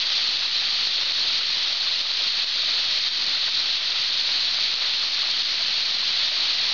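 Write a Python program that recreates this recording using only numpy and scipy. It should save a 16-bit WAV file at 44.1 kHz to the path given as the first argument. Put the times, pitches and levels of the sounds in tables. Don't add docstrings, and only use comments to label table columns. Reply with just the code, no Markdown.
import sys
import numpy as np
from scipy import signal
from scipy.io import wavfile
from scipy.ndimage import uniform_filter1d

SR = 44100
rng = np.random.default_rng(int(sys.argv[2]) if len(sys.argv) > 2 else 0)


def level_to_linear(level):
    exponent = np.asarray(level, float) / 20
    return 10 ** exponent


def generate_wav(sig):
    pcm = np.round(np.clip(np.atleast_2d(sig).T, -1, 1) * 32767).astype(np.int16)
    wavfile.write(sys.argv[1], SR, pcm)


N = 296793


def evened(x):
    return x / np.sqrt(np.mean(x ** 2) + 1e-20)


def coloured(x, points):
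    hz = np.fft.rfftfreq(4096, 1 / SR)
    f, db = np.transpose(points)
    level_db = np.interp(np.log(hz + 1), np.log(f), db)
    log_gain = np.log(level_to_linear(np.maximum(level_db, -100)))
    circle = np.r_[log_gain, log_gain[-2:0:-1]]
    taps = np.fft.ifft(np.exp(np.conj(signal.hilbert(circle)))).real
    return signal.oaconvolve(x, taps)[:N]


def patchy(patch_db, patch_hz, patch_s, flicker_db):
    frames, bins = N // 64 + 8, 129
    real, imag, seeds = rng.standard_normal((frames, bins, 3)).T
    spectrum = np.fft.fft2(seeds)
    across = np.fft.fftfreq(bins, SR / 256)[:, None]
    along = np.fft.fftfreq(frames, 64 / SR)
    blur = np.exp(-(across * patch_hz) ** 2 - (along * patch_s) ** 2)
    patches = evened(np.fft.ifft2(spectrum * blur).real)
    flicker = evened(np.fft.ifft(spectrum[0] / (1 + (along * 0.02) ** 2)).real)
    cells = (real + 1j * imag) * level_to_linear(patch_db * patches + flicker_db * flicker)
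    return evened(signal.istft(cells, nperseg=256, noverlap=192)[1][:N])


def droplets(per_s, spread_db):
    size = level_to_linear(spread_db * np.minimum(rng.exponential(1, N), 5))
    impacts = size * rng.choice([-1., 1.], N)
    return evened(impacts * (rng.random(N) < per_s / SR))


def swells(times, lifts_db, lengths):
    t = np.arange(N // 64 + 2) * 64 / SR
    bells = np.exp(-((t[:, None] - times) / lengths) ** 2) @ lifts_db
    return np.interp(np.arange(N) / SR, t, bells)


# [f/Hz, level/dB per Hz]
HISS_SPECTRUM = [(500, -56.5), (1200, -18), (1600, -17), (1950, -12), (2150, -13), (2700, -7.5), (2880, -7),
                 (3300, -3), (4150, 1.38), (4450, 1), (4800, -4.5), (5150, -10.5), (5500, -10),
                 (5900, -31.5)]
# [t/s, gain drop that follows/dB]
SPITS = [(0.296, 0.5), (0.359, 1), (0.462, 2.5), (0.872, 2), (1.033, 1.5), (1.12, 3), (1.391, 1.5),
         (1.432, 0), (1.729, 3), (1.883, 1), (2.013, 5.5), (2.117, 3), (2.287, 2.5), (2.443, 5.5),
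         (2.989, 1), (3.086, 5), (3.353, 0.5), (3.487, 4), (3.769, 3), (4.211, 2.9), (4.395, 0.5),
         (4.74, 4), (4.95, 1.5), (5.088, 1.5), (5.421, 2.5), (5.683, 0), (5.95, 2.5), (6.108, 2),
         (6.283, 3.5)]
# [t/s, spray lift/dB, plunge lift/dB]
SURGES = [(.19, 1.5, 3), (.68, 0.4, 0), (1.28, 1.3, 2), (1.58, .3, 1.5), (2.24, 0.8, 2.5), (2.75, 1.3, 2.5),
          (2.95, 1, 2.5), (3.28, 0.2, 3), (3.56, 0.9, 2), (4.33, 1, 3), (4.62, 0.5, 1.5), (4.86, 1, 4),
          (5.22, -0.1, 0.5), (5.6, 0.2, 1.5), (6.08, 1.1, 1.5), (6.23, 1.5, 4), (6.45, 0.8, 5.5),
          (6.66, 0, 5.5)]
SURGE_S = 0.078


def nozzle():
    drive = patchy(patch_db=0.53, patch_hz=1500, patch_s=0.049, flicker_db=0.5)
    drive = drive + 0.57 * droplets(per_s=6000, spread_db=3.0)
    for s, drop_db in SPITS:
        drive[round(s * SR)] += level_to_linear(20.5 + 0.4 * drop_db)
    times, spray_db, _ = np.transpose(SURGES)
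    level_db = -23.5 + swells(times, spray_db, SURGE_S)
    return level_to_linear(level_db) * evened(coloured(drive, HISS_SPECTRUM))


def bubble(hz, cycles, glide):
    u = np.arange(round(3 * cycles / hz * SR)) * hz / SR / cycles
    envelope = (1 - np.exp(-u / 0.061)) * np.exp(-1.8 * u)
    return envelope * np.sin(2 * np.pi * cycles * (u + glide * u ** 2))


# [f/Hz, level/dB per Hz]
FOAM_SPECTRUM = [(260, -49.5), (450, -14), (635, -14), (805, -9), (1260, -6), (1590, -6), (2500, 1.5),
                 (3250, -28), (5500, -120)]
# [f/Hz, level/dB per Hz]
SLOSH_SPECTRUM = [(24, -36), (40, -13), (81, 0.5), (118, -4), (232, -1), (268, 1), (480, -4), (620, -29),
                  (1060, -120)]
# [t/s, lift/dB, length/s]
WAVES = [(.3, 2, 0.13), (0.756, 4.5, .25), (1.27, 8.5, .15), (1.6, 2, .2), (2.753, 3.5, 0.22),
         (3.274, 10, 0.12), (3.55, 3, 0.14), (4.62, 6, 0.13), (5.3, 4, 0.17), (5.55, 2.5, .12),
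         (6.1, 4, .1), (6.395, 6, .1), (6.682, 6.5, 0.16)]


def pool():
    wash = patchy(patch_db=1.8, patch_hz=900, patch_s=0.23, flicker_db=0.0)
    gulps = level_to_linear(5.5 * evened(uniform_filter1d(rng.standard_normal(N), size=400)))
    swarm = np.zeros(N)
    for hz in np.geomspace(520, 2600, num=24):
        size = level_to_linear(1.5 * np.minimum(rng.exponential(1, N), 4))
        births = size * (rng.random(N) < 40 * gulps / SR)
        ringing = signal.oaconvolve(births, bubble(hz, cycles=6.4, glide=0.11))[:N]
        swarm += ringing * hz ** 0.5
    spatter = 0.45 * droplets(per_s=130, spread_db=6.0)
    foam = 0.87 * evened(coloured(wash + spatter, FOAM_SPECTRUM)) + 0.59 * evened(swarm)
    slosh = evened(coloured(wash, SLOSH_SPECTRUM))
    times, _, plunge_db = np.transpose(SURGES)
    foam_db = -43 + swells(times, plunge_db, SURGE_S)
    slosh_db = -62.5 + swells(*np.transpose(WAVES))
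    return level_to_linear(foam_db) * foam + level_to_linear(slosh_db) * slosh


# [t/s, peak level/dB, f/Hz]
BUBBLES = [(0.07, -25.5, 1500), (0.42, -26, 1320), (0.448, -28, 887), (0.788, -31, 1180),
           (1.229, -39, 1130), (1.299, -25, 1320), (1.41, -21, 1395), (1.75, -28.5, 1190),
           (1.829, -25.5, 1476), (1.868, -30, 1070), (1.978, -36.5, 1260), (2.053, -26, 1180),
           (2.102, -32, 1290), (2.354, -28.5, 1250), (2.579, -26.5, 1360), (2.631, -28, 1130),
           (2.694, -37, 1360), (2.778, -26, 1370), (3.066, -30, 1280), (3.349, -26, 1350),
           (3.479, -23.5, 1500), (3.951, -29, 1205), (4.579, -23.5, 1340), (4.826, -27, 1206),
           (5.029, -25.5, 1270), (5.195, -30, 1270), (5.231, -24, 1150), (5.609, -27.5, 1520),
           (6.028, -26.5, 1000), (6.222, -29, 1400)]


def plops():
    out = np.zeros(N + SR)
    sprays = rng.standard_normal((len(BUBBLES), 600))
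    band = signal.butter(2, [600, 2000], "band", fs=SR)
    for (s, db, hz), spray in zip(BUBBLES, sprays):
        burst = spray * signal.windows.hann(600) ** 2
        splash = level_to_linear(db - 19) * evened(signal.lfilter(*band, burst))
        ring = level_to_linear(db - 5.5) * bubble(hz, cycles=14.0, glide=0.063)
        for part in (ring, splash):
            out[round(s * SR) - 60:][:len(part)] += part
    return out[:N]


def scene():
    return (nozzle() + pool() + plops())[None]


def gain_control(x):
    t, drop = np.arange(N) / SR, np.zeros(N)
    for s, drop_db in SPITS:
        after = np.maximum(t - s - 0.0015, 0)
        drop += drop_db * (1 - np.exp(-after / 0.0024)) * np.exp(-after / 0.046)
    return x * level_to_linear(0.26 - drop)


# [f/Hz, level/dB]
SMOOTHING = [(4000, 0), (4500, 0), (5000, -0.5), (5512, -3), (6000, -11), (6500, -23.5), (6800, -35),
             (7000, -41.5), (7250, -60.5), (7500, -83)]


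def coarse_sampling(x):
    kept = 4 * (np.arange(N) % 4 == 0)
    hz = np.linspace(0, SR / 2, num=257)
    f, db = np.transpose(SMOOTHING)
    taps = signal.firwin2(401, hz, level_to_linear(np.interp(hz, f, db)), fs=SR)
    return signal.oaconvolve(kept * x, taps[None], "same")


def band_limit(x):
    return signal.sosfilt(signal.butter(12, 7380, fs=SR, output="sos"), x)


def record(dry):
    x = gain_control(dry)
    x = x / (1 + (abs(x) / 0.21) ** 8) ** (1 / 8)
    mix = coarse_sampling(x) - 0.0064
    return band_limit(mix)


dry = scene()
out = record(dry)
generate_wav(out)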